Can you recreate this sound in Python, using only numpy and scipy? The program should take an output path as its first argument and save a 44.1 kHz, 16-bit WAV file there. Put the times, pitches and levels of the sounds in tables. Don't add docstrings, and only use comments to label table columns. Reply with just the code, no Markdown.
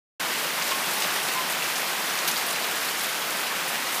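import sys
import numpy as np
from scipy import signal
from scipy.fft import rfft, irfft, next_fast_len
from scipy.io import wavfile
from scipy.ndimage import uniform_filter1d

SR = 44100
rng = np.random.default_rng(int(sys.argv[2]) if len(sys.argv) > 2 else 0)


def generate_wav(signal):
    frames = np.transpose(np.atleast_2d(signal))
    scaled = np.clip(frames, -1, 1) * 32767
    pcm = np.round(scaled).astype(np.int16)
    wavfile.write(sys.argv[1], SR, pcm)


N = 176400
TIME = np.arange(N) / SR

# time in seconds, gain of the body in dB, gain of the ticks in dB.
FALL_STRENGTH = [(.2, 0.7, -2), (.7, 0, 1.5), (1.05, 1, 1.5), (1.4, 0.3, -0.5), (1.9, 0, 0),
                 (2.32, 0.3, 1.5), (2.6, -0.06, -0.5), (3.05, -.5, 1.5), (3.45, -0.8, -1), (3.8, -0.5, -4),
                 (4, -0.3, 4.5)]
# frequency in Hz, relative gain in dB.
TAP_EQ = [(60, -69), (170, 5.5), (450, -8), (750, -2), (1550, 2.5), (2700, -2), (5000, -6.5), (8000, -25),
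          (15000, -21)]
# frequency in Hz, relative gain in dB.
KNOCK_EQ = [(150, -35), (450, -13.5), (850, -1), (1600, 1), (2700, -2), (4500, -15), (15000, -16)]
# frequency in Hz, relative gain in dB.
TICK_EQ = [(100, -54), (600, -16), (1800, -7), (4000, -2.5), (7000, -6.5), (12000, -5), (15000, -7)]
# frequency in Hz, relative gain in dB.
WASH_EQ = [(30, -43), (55, -39), (95, -25), (130, -11.5), (178, -4.5), (230, -5.5), (320, -3), (480, -2),
           (750, 0.5), (1050, 0), (2400, -1), (4500, -6), (7500, -10), (15000, -12.5)]
# start in seconds, level in dB, pitch in Hz,
# seconds for the scatter to fall 8 dB, level of the crunch over the scatter in dB.
STONE_HITS = [(0.6234, -30.5, 4630, 0.014, 13.5), (.691, -34, 5400, .012, 12), (.703, -38, 5700, .007, 8),
              (.708, -29, 4050, 0.013, 11), (.713, -37, 3800, 0.013, 11), (0.721, -30, 2760, .008, 14),
              (.91, -35, 11000, .008, 9), (1.002, -29.5, 6900, 0.013, 7), (1.022, -27, 3000, .007, 12.5),
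              (1.023, -32, 5300, .008, 10), (1.034, -31, 5000, .008, 8), (1.039, -28, 2500, 0.021, 3),
              (1.162, -33, 2000, .012, 17.5), (1.229, -30, 8950, 0.014, 2), (1.263, -34, 10000, .015, 3),
              (1.286, -38, 8300, .007, 14), (1.499, -28.5, 8000, 0.013, 5), (1.622, -28.5, 2600, 0.011, 11),
              (1.627, -29, 2900, 0.013, 5), (1.642, -33, 5400, .006, 11), (1.757, -31, 5400, .03, 8),
              (1.775, -32, 10500, .016, 4), (2.097, -34, 6200, 0.011, 7), (2.190, -30.5, 4600, .005, 16),
              (2.276, -24.5, 13000, 0.016, 2), (2.277, -27, 4200, .014, 11), (2.2793, -33, 5400, 0.0077, 9),
              (2.283, -29, 2430, .03, 8), (2.3135, -30, 6600, .014, 9), (2.360, -33, 3600, .012, 14),
              (2.3677, -34, 4600, 0.023, 17.5), (2.379, -32, 4080, .02, 11), (2.375, -31, 12500, .022, 9),
              (2.465, -31, 12000, .011, 8), (2.559, -29.5, 2700, 0.012, 10), (2.644, -32.5, 3500, .01, 13),
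              (2.714, -26.5, 11500, 0.0027, 7), (2.83, -35, 4900, .015, 9), (2.972, -33.5, 7100, 0.044, 5),
              (3.218, -29, 3000, 0.01, 2), (3.471, -34, 4800, .012, 7), (3.679, -32, 10000, 0.03, 2),
              (3.744, -30.5, 2270, .014, 9), (3.756, -31, 2450, .008, 12), (3.923, -32, 10000, 0.017, 7)]
# start in seconds, level in dB, lowest mode in Hz.
BOARD_KNOCKS = [(.454, -32, 600), (.7095, -28, 617), (.7135, -22, 1080), (1.051, -32, 620),
                (1.107, -32, 965), (1.162, -26, 1140), (1.167, -32, 1080), (1.176, -33, 900),
                (2.221, -28, 1500), (2.232, -28, 1150), (2.690, -26, 840), (3.568, -29, 670),
                (3.743, -31, 1240), (3.757, -31, 710)]
# pitch as a ratio to the lowest mode, average gain in dB.
WOOD_MODES = [(1, -0.5), (1.68, 0), (2.35, -4), (3.4, -14)]
# start in seconds, pitch in Hz, peak in dB, hold in seconds,
# release in dB per second.
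BRIEF_RINGS = [(0.717, 1070, -28.5, 0.006, 300), (1.35, 1028, -28.5, 0.058, 648)]


def hail():
    times, body_db, tick_db = np.transpose(FALL_STRENGTH)
    body, treble = np.interp(TIME, times, body_db), np.interp(TIME, times, tick_db)
    wash = rng.standard_normal(N)
    taps = pellets(per_s=1700, spread_db=2, flurry_db=1.55, crack=.71,
                   cycles=12, range_hz=(614, 6340), pitches=24)
    knocks = pellets(per_s=450, spread_db=1.7, flurry_db=1.55, crack=.34,
                     cycles=52, range_hz=(554, 3166), pitches=40)
    ticks = pellets(per_s=1700, spread_db=1.66, flurry_db=1.83, crack=.8,
                    cycles=32, range_hz=(3000, 15200), pitches=40)
    return (from_db(-35.5 + body) * colour(splash(taps), TAP_EQ)
            + from_db(-38.5 + body) * colour(knocks, KNOCK_EQ)
            + from_db(-36 + treble) * colour(splash(ticks), TICK_EQ)
            + from_db(-29 + body) * colour(wash, WASH_EQ))


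def pellets(per_s, spread_db, flurry_db, crack, cycles, range_hz, pitches):
    size_db = spread_db * np.minimum(rng.exponential(1, N), 4.5)
    strength = from_db(size_db + flurry_db * drift(corner_hz=9.3))
    clicks = strength * rng.choice([-1, 1], N) * (rng.random(N) < per_s / SR)
    pitch_index = rng.integers(0, pitches, N)
    ringing = sum(resonate(clicks * (pitch_index == k), hz, np.log(1000) / np.pi * hz / cycles)
                  for k, hz in enumerate(np.geomspace(*range_hz, pitches)))
    return rms_one(ringing) + crack * rms_one(clicks)


def splash(impacts, t60_s=.06, hiss_db=-9):
    power_decay = from_db(-120 / (t60_s * SR))
    envelope = np.sqrt(signal.lfilter([1 - power_decay], [1, -power_decay], impacts ** 2))
    return impacts + from_db(hiss_db) * envelope * rng.standard_normal(N)


def stones(shards_per_s=4000, crunch_t60_s=.005, size=8000):
    out = np.zeros(N + size)
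    t = TIME[:size]
    crunch_decay = from_db(-60 * t / crunch_t60_s)
    for start_s, db, hz, scatter_s, crunch_db in STONE_HITS:
        shards = rng.standard_normal(size) * (rng.random(size) < shards_per_s / SR)
        scatter = rms_one(resonate(shards, hz, width_hz=.5 * hz)) * from_db(-8 * t / scatter_s)
        crunch = resonate(crunch_decay * rng.standard_normal(size), hz, width_hz=.18 * hz)
        crunch *= np.linalg.norm(crunch_decay) / np.linalg.norm(crunch)
        i = int(start_s * SR)
        out[i:i + size] += from_db(db) * (scatter + from_db(crunch_db) * crunch)
    return low_cut(out[:N], hz=400)


def boards(click_db=3, ring_cycles=18, spread_db=3.6, size=4000):
    out = np.zeros(N + size)
    t = TIME[:size]
    for start_s, db, hz in BOARD_KNOCKS:
        knock = from_db(click_db - 60 * t * hz) * np.cos(2 * np.pi * hz * t)
        for ratio, mode_db in WOOD_MODES:
            cycles = ratio * hz * t
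            envelope = from_db(mode_db + rng.normal(0, spread_db) - 60 * cycles / ring_cycles)
            knock += envelope * np.sin(2 * np.pi * cycles)
        i = int(start_s * SR)
        out[i:i + size] += from_db(db) * knock
    return low_cut(out[:N], hz=350)


def rings(attack_s=.0032):
    out = np.zeros(N)
    for start_s, hz, db, hold_s, release_db_per_s in BRIEF_RINGS:
        t = TIME - start_s
        attack = np.clip(t / attack_s, 0, 1)
        release_db = release_db_per_s * np.maximum(t - attack_s - hold_s, 0)
        out += attack * from_db(db - release_db) * np.sin(2 * np.pi * hz * t)
    return out


def porch(x, t60_s=.07, wet_db=-7):
    t = TIME[:SR // 4]
    tail = rng.standard_normal(len(t)) * from_db(-60 * t / t60_s)
    return x + from_db(wet_db) * signal.fftconvolve(x, tail / np.linalg.norm(tail))[:N]


def drift(corner_hz):
    pole = np.exp(-2 * np.pi * corner_hz / SR)
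    swings = signal.lfilter([1], [1, -2 * pole, pole * pole], rng.standard_normal(N + SR))
    trend = uniform_filter1d(swings, size=SR // 5)
    return rms_one((swings - trend)[SR:])


def resonate(x, hz, width_hz):
    r, w = np.exp(-np.pi * width_hz / SR), 2 * np.pi * hz / SR
    feedforward = np.array([1, 0, -1]) * (1 - r * r) / 2
    return signal.lfilter(feedforward, [1, -2 * r * np.cos(w), r * r], x + 1e-18)


def colour(x, eq):
    size = 2 * next_fast_len(N)
    hz, db = np.transpose(eq)
    grid_hz = np.arange(size // 2 + 1) * SR / size
    gain = from_db(np.interp(np.log(grid_hz + 1), np.log(hz), db))
    cepstrum = irfft(np.log(gain))
    cepstrum[1:size // 2] *= 2
    cepstrum[size // 2 + 1:] = 0
    response = np.exp(rfft(cepstrum))
    return rms_one(irfft(rfft(x, size) * response)[:N])


def low_cut(x, hz):
    return signal.sosfilt(signal.butter(2, hz, "high", fs=SR, output="sos"), x)


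def from_db(db):
    return 10 ** (np.asarray(db) / 20)


def rms_one(x):
    return x / np.sqrt(np.mean(x ** 2) + 1e-20)


def scene():
    return np.tile(hail() + porch(stones() + boards()) + rings(), (2, 1))


def record(dry):
    start_s, fade_s, cutoff_hz = .196, .004, 15400
    fade_in = np.clip((TIME - start_s) / fade_s, 0, 1)
    high_cut = signal.ellip(12, .1, 80, cutoff_hz, fs=SR, output="sos")
    return signal.sosfilt(high_cut, dry * fade_in)


dry = scene()
out = record(dry)
generate_wav(out)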